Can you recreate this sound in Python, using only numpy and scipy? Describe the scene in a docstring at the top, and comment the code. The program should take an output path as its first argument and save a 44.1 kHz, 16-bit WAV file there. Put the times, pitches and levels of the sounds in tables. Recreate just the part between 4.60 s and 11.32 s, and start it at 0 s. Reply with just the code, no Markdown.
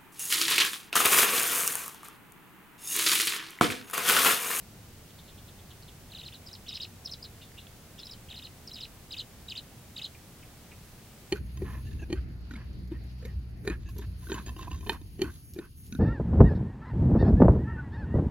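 """A low rumble from far off, a soft microphone hiss and a thin camera whine last throughout.
After half a second a distant bird chips; its chips are quick runs of three falling whistles.
From 1.2 s a tree swallow twitters on a wooden nest box in an open field: short whistled sweeps, some
overlapping from the two sides of its voice organ (syrinx), coloured by close reflections.
Near 3 s come raspy far chirrups and dry ticks; after 4.4 s the swallow sounds brighter, and lower chips follow."""
import sys
import numpy as np
from scipy import signal
from scipy.fft import rfft, irfft, next_fast_len
from scipy.io import wavfile

SR = 44100
rng = np.random.default_rng(int(sys.argv[2]) if len(sys.argv) > 2 else 0)


def master(y):
    """Save y as 16-bit WAV."""
    cut = np.clip(np.atleast_2d(y).T, -1, 1)
    pcm = np.round(cut * 32767)  # scale
    wavfile.write(sys.argv[1], SR, pcm.astype(np.int16))


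N = 296352
TIME = np.arange(N) / SR

# balance of rumble and hiss across pitch: (f/Hz, relative level per Hz/dB)
AIR_SPECTRUM = [(12, -37), (20, -3.5), (38, -7.5), (87, -0.5), (219, -8), (266, -11.5), (631, -18.5),
                (725, -18), (1040, -22), (2680, -24.5), (3960, -25.5), (15500, -29)]
# how alike the background is on left and right: (f/Hz, likeness 0-1)
LEFT_RIGHT_LIKENESS = [(130, 0.97), (1200, 0.65), (5000, 0.16)]
# chips of distant birds: (start t/s, time between strokes t/s, top f/Hz, level/dB)
DISTANT_CHIPS = [(.494, .008, 4370, -57.5), (0.581, 0.0073, 4770, -50.5), (.678, 0.0094, 4580, -50.5),
                 (.776, 0.0069, 4430, -54), (.878, 0.0071, 4620, -52), (.986, 0.0071, 4330, -56.5),
                 (1.102, 0.0079, 4410, -50), (1.277, 0.0062, 4350, -51), (5.543, 0.0033, 3130, -53),
                 (5.823, 0.0026, 3280, -53.5), (6.113, .004, 3080, -50)]
# syllables of the near swallow; the two sides of the syrinx can overlap:
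# (main stroke t/s, kind, beat t/s, pitch factor, level/dB,
#  then lead-in, opening and closing level/dB added to that; None = left out)
SWALLOW_SYLLABLES = [ (1.2335, "tweet", 0.0085, 0.86, -50.5, None, 0, None),
                     (1.5357, "slur", 0.015, 0.93, -49, -6, 0.5, None),
                     (1.5687, "chatter", .0175, 0.88, -43, None, -1.5, None),
                     (1.598, "chatter", 0.014, 0.98, -42, None, -4, -3),
                     (1.667, "chatter", 0.014, 1, -41.3, -2, -7, -2.5),
                     (1.7564, "chatter", 0.013, 0.96, -49.5, 4.5, 2.5, None),
                     (1.874, "tweet", 0.01, 0.98, -43.5, None, -5, -3),
                     (1.9393, "tweet", 0.0098, .99, -42.5, -9, 0, -1.5),
                     (2.094, "chatter", .012, 0.94, -38, -7, -3, -4),
                     (2.1006, "tweet", 0.012, 1.004, -39, None, -0.5, -6),
                     (2.1558, "chatter", 0.013, 1.02, -37, -2.5, -3, -3),
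                     (2.1583, "tweet", 0.0098, 1.01, -38, None, -5, -2),
                     (2.233, "chatter", .0129, 1.05, -35.5, -1.5, -1.5, -4.5),
                     (2.2307, "tweet", .0172, 1.02, -40, None, -14, None),
                     (2.4604, "tweet", 0.01, 1.03, -32.5, None, -7.5, -5.5),
                     (2.524, "tweet", .01, 1.03, -34.5, -11, -6, -2),
                     (2.629, "tweet", .0105, 1.0, -39.5, None, None, -5),
                     (2.66, "chatter", 0.01, 1.02, -47, None, 5.5, None),
                     (3.4009, "tweet", .0094, 1, -43, None, -3, -9),
                     (3.4585, "tweet", 0.0094, 1.01, -43.5, 1, -8, 1),
                     (3.5223, "tweet", .01, 0.96, -42, -5, -1, -2),
                     (3.7143, "chatter", .0115, 0.89, -40, -8, -6, -5),
                     (3.7773, "chatter", .0142, 1.01, -41, -1, -4, -2),
                     (3.8541, "chatter", 0.013, 1.01, -41.5, -2.5, -5.5, -6),
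                     (4.0845, "tweet", .0095, 0.97, -42.5, None, 3, -7),
                     (4.1448, "tweet", 0.011, 0.99, -39, -5.5, -6, -6),
                     (4.1705, "chatter", .013, 0.92, -42, None, -3, -4),
                     (4.2185, "tweet", .0112, .97, -44, -4, -1.5, None),
                     (4.236, "chatter", .0132, 1.015, -38, -2, -3, -4),
                     (4.54, "slur", 0.014, 1.03, -37, -4.5, 0, -12),
                     (4.5978, "gurgle", 0.013, 1, -33.8, -3.5, 0.5, -3),
                     (4.9196, "slur", 0.016, 1.02, -36.5, -5.5, -1, -13),
                     (4.991, "chatter", 0.015, 0.99, -40.5, 2.5, 5, None),
                     (5.3931, "slur", 0.013, 1.005, -38.5, 0.5, 2, -8),
                     (5.4472, "gurgle", 0.013, 1.025, -34, -1.5, -5, -3.5)]
# the strokes in each kind of syllable: lead-in, opening, main, then one or two closing:
# (centre in beats from the main stroke, length in beats, first f/Hz, middle f/Hz, last f/Hz, level/dB);
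# the pitch factor scales every f
SYLLABLE_SHAPES = { "chatter": [(-2, 1.43, 2020, 3730, 1890, 0), (-0.9, 1.07, 5050, 4390, 2460, 0.5),
                   (0, 1.16, 4050, 3980, 2625, 0), (1.2, 1.0, 5700, 3500, 1970, 1)],
                   "tweet": [(-2.5, 1.59, 2300, 4015, 3455, 0), (-0.85, .72, 6100, 5380, 4800, 1),
                   (0, .76, 4615, 5000, 3800, 0), (1.26, 0.75, 5700, 4820, 2500, 0),
                   (1.8, 1.75, 5800, 3800, 3100, -6.5)], "slur": [(-2, .81, 3430, 3740, 1995, 0.5),
                   (-0.93, 1.12, 4950, 4320, 2500, 0.5), (0, 1.1, 4155, 3250, 2050, 0.5),
                   (.72, 1.55, 3100, 2440, 1930, -0.5)], "gurgle": [(-2, 1.1, 2000, 3800, 2155, -1),
                   (-1.0, .87, 4560, 4650, 2495, -2.5), (0, 1.24, 4000, 3950, 2650, 0.5),
                   (1.06, 1.41, 5225, 3620, 2800, -1)]}
# close reflections off the box and around the microphone: (delay t/s, signed gain)
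CLOSE_REFLECTIONS = [(.000873, -.46), (.00176, -.05), (.00294, -.2)]
# raspy chirrups of a distant bird: (start t/s, pitch factor, level before the distance mix/dB)
DISTANT_CHIRRUPS = [(2.807, 1.05, -50), (2.967, 1.0, -45.5), (3.378, 1.08, -47)]
# strokes of one chirrup, two rising and three falling:
# (offset t/s, first f/Hz, last f/Hz, level/dB); the pitch factor scales every f
STROKES_OF_CHIRRUP = [(0, 2305, 3990, -3), (.009, 2245, 3994, -3), (0.017, 4530, 2860, -8),
                      (.028, 4700, 2900, -11), (.036, 4480, 2740, -13)]
# dry ticks: (start t/s, top f/Hz, level/dB)
DRY_TICKS = [(2.918, 2480, -52), (3.0688, 4300, -43.5)]


def from_db(db):
    """Turn decibels into gain."""
    return 10 ** (np.asarray(db) / 20)


def rms_one(x):
    """Scale to an average strength (rms) of one."""
    return x / np.sqrt(np.mean(x ** 2) + 1e-20)


def at_hz(points, hz):
    """Read a table between its points, on a log-frequency axis."""
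    table = np.array(points)
    log_hz = np.log(np.maximum(hz, 1))
    return np.interp(log_hz, np.log(table[:, 0]), table[:, 1])


def add(track, start, sound):
    """Mix a short sound into a track."""
    at = max(int(round(start * SR)), 0)
    track[at:at + len(sound)] += sound[:max(N - at, 0)]


def delayed(x, seconds):
    """Delay by any fraction of a sample, by turning the phase of each frequency."""
    size = next_fast_len(N + SR // 10)
    turn = np.exp(-2j * np.pi * np.fft.rfftfreq(size, 1 / SR) * seconds)
    return irfft(rfft(x, size) * turn, size)[:N]


def sweep(length, pitches, level_db, overtone_db=-40, waver=0.014, flutter_db=1.75, fullness=0.77, hook=1.07):
    """One puff of a bird's voice: a near-pure tone swells and fades as its pitch bends through the points."""
    u = np.linspace(0, 1, max(int(length * SR), 2))
    # the pitch lingers in mid-note and hooks away faster at both ends
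    progress = np.sign(2 * u - 1) * np.abs(2 * u - 1) ** hook
    curve = np.polyfit(np.linspace(-1, 1, len(pitches)), pitches, len(pitches) - 1)
    hz = np.polyval(curve, progress)
    # ten random points each make pitch (a fraction) and level (dB) unsteady
    knots = np.linspace(0, 1, 10)
    unsteady, flutter = [np.interp(u, knots, row) for row in rng.standard_normal((2, 10))]
    phase = 2 * np.pi * np.cumsum(hz * (1 + waver * unsteady)) / SR
    # the bill lets the octave through only while the note is below about 4100 Hz
    octave = from_db(overtone_db) / (1 + (hz / 4100) ** 20)
    swell = np.abs(np.sin(np.pi * u)) ** fullness
    tone = np.sin(phase) + octave * np.sin(2 * phase)
    return from_db(level_db + flutter_db * flutter) * swell * tone


def scatter(x, t60, onset, width=0.033):
    """Grass and trees return a blurred tail; it falls 60 dB in t60 seconds and differs a little per side."""
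    t = TIME[:SR // 2]
    fade = from_db(-60 * t / t60) * (1 - np.exp(-t / onset))
    mid, side = rng.standard_normal((2, len(t))) * fade
    tail = mid + width * side * [[1], [-1]]
    tail /= np.sqrt(np.sum(tail ** 2, axis=1, keepdims=True))
    return signal.fftconvolve(x[None], tail, axes=1)[:, :N]


def background():
    """Shaped noise: the distant rumble is nearly alike on both sides, the hiss above it mostly separate."""
    hz = np.fft.rfftfreq(N, 1 / SR)
    mid, side = rfft(rng.standard_normal((2, N))) * from_db(at_hz(AIR_SPECTRUM, hz))
    alike = np.clip(at_hz(LEFT_RIGHT_LIKENESS, hz), 0, 1)
    both_sides = np.sqrt(1 + alike) * mid + np.sqrt(1 - alike) * side * [[1], [-1]]
    noise = rms_one(irfft(both_sides, N))
    # the right side is slightly louder
    return from_db(-50 + np.array([[-.12], [.12]])) * noise


def camera_whine():
    """A thin, steady sine tone from the camera."""
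    return from_db(-74.5) * np.sin(2 * np.pi * 15734 * TIME)


def chips(fall=0.567, stroke_s=0.00906, rasp=0.022):
    """Each chip is three strokes in a row, falling to a fraction of their top pitch."""
    track = np.zeros(N)
    for start, step, top_hz, level_db in DISTANT_CHIPS:
        for k, stroke_db in enumerate([-3, 0, -4]):
            stroke = sweep(stroke_s, [top_hz, top_hz * fall], level_db + stroke_db, waver=rasp)
            add(track, start + k * step, stroke)
    return track


def syllable(kind, beat, pitch, level_db, lead_db, open_db, close_db):
    """Place the sweeps of one syllable on its beat: (offset t/s, length t/s, pitches f/Hz, level/dB)."""
    accents = [lead_db, open_db, 0, close_db, close_db]
    for (centre, beats, *pitches, stroke_db), accent_db in zip(SYLLABLE_SHAPES[kind], accents):
        if accent_db is None:
            continue
        offset = (centre - beats / 2) * beat
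        yield offset, beats * beat, pitch * np.array(pitches), level_db + stroke_db + accent_db


def swallow(head_up_s=4.4, low_overtone_db=-21, raised_overtone_db=-17.5):
    """The near bird; with head raised and bill wide open the octave comes out more strongly."""
    song = np.zeros(N)
    for at, *manner in SWALLOW_SYLLABLES:
        overtone_db = raised_overtone_db if at > head_up_s else low_overtone_db
        for offset, length, pitches, level_db in syllable(*manner):
            add(song, at + offset, sweep(length, pitches, level_db, overtone_db))
    # the reflections cut notches that each sweep passes through, which breaks it into beads
    song = song + sum(gain * delayed(song, delay) for delay, gain in CLOSE_REFLECTIONS)
    return song + from_db(-10) * scatter(song, t60=0.098, onset=0.0021)


def chirrups(stroke_s=0.018, rasp=0.07):
    """Each chirrup is five overlapping strokes; strong random wavering of pitch makes them rough."""
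    track = np.zeros(N)
    for start, pitch, level_db in DISTANT_CHIRRUPS:
        for offset, first, last, stroke_db in STROKES_OF_CHIRRUP:
            stroke = sweep(stroke_s, [first * pitch, last * pitch], level_db + stroke_db, waver=rasp)
            add(track, start + offset, stroke)
    return track


def distant_birds():
    """The farther, chirruping bird arrives more by scattered paths than by the straight one."""
    chip_track, chirrup_track = chips(), chirrups()
    straight = chip_track + chirrup_track / 2
    scattered = scatter(chip_track / 2 + chirrup_track, t60=0.11, onset=0.00046)
    return straight + from_db(2.5) * scattered


def ticks(length=0.0026):
    """Very short sweeps dropping one octave, heard as dry ticks."""
    track = np.zeros(N)
    for start, top_hz, level_db in DRY_TICKS:
        add(track, start, sweep(length, [top_hz, top_hz / 2], level_db))
    return track + from_db(-5) * scatter(track, t60=0.031, onset=0.001)


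def scene():
    """Birds and ticks over the steady background."""
    return background() + swallow() + distant_birds() + ticks()


def record(dry):
    """The camera adds its whine, and a steep filter cuts the top above 15900 Hz."""
    low_pass = signal.ellip(12, .1, 70, 15900, fs=SR, output="sos")
    return signal.sosfilt(low_pass, dry + camera_whine())


dry = scene()
out = record(dry)
master(out)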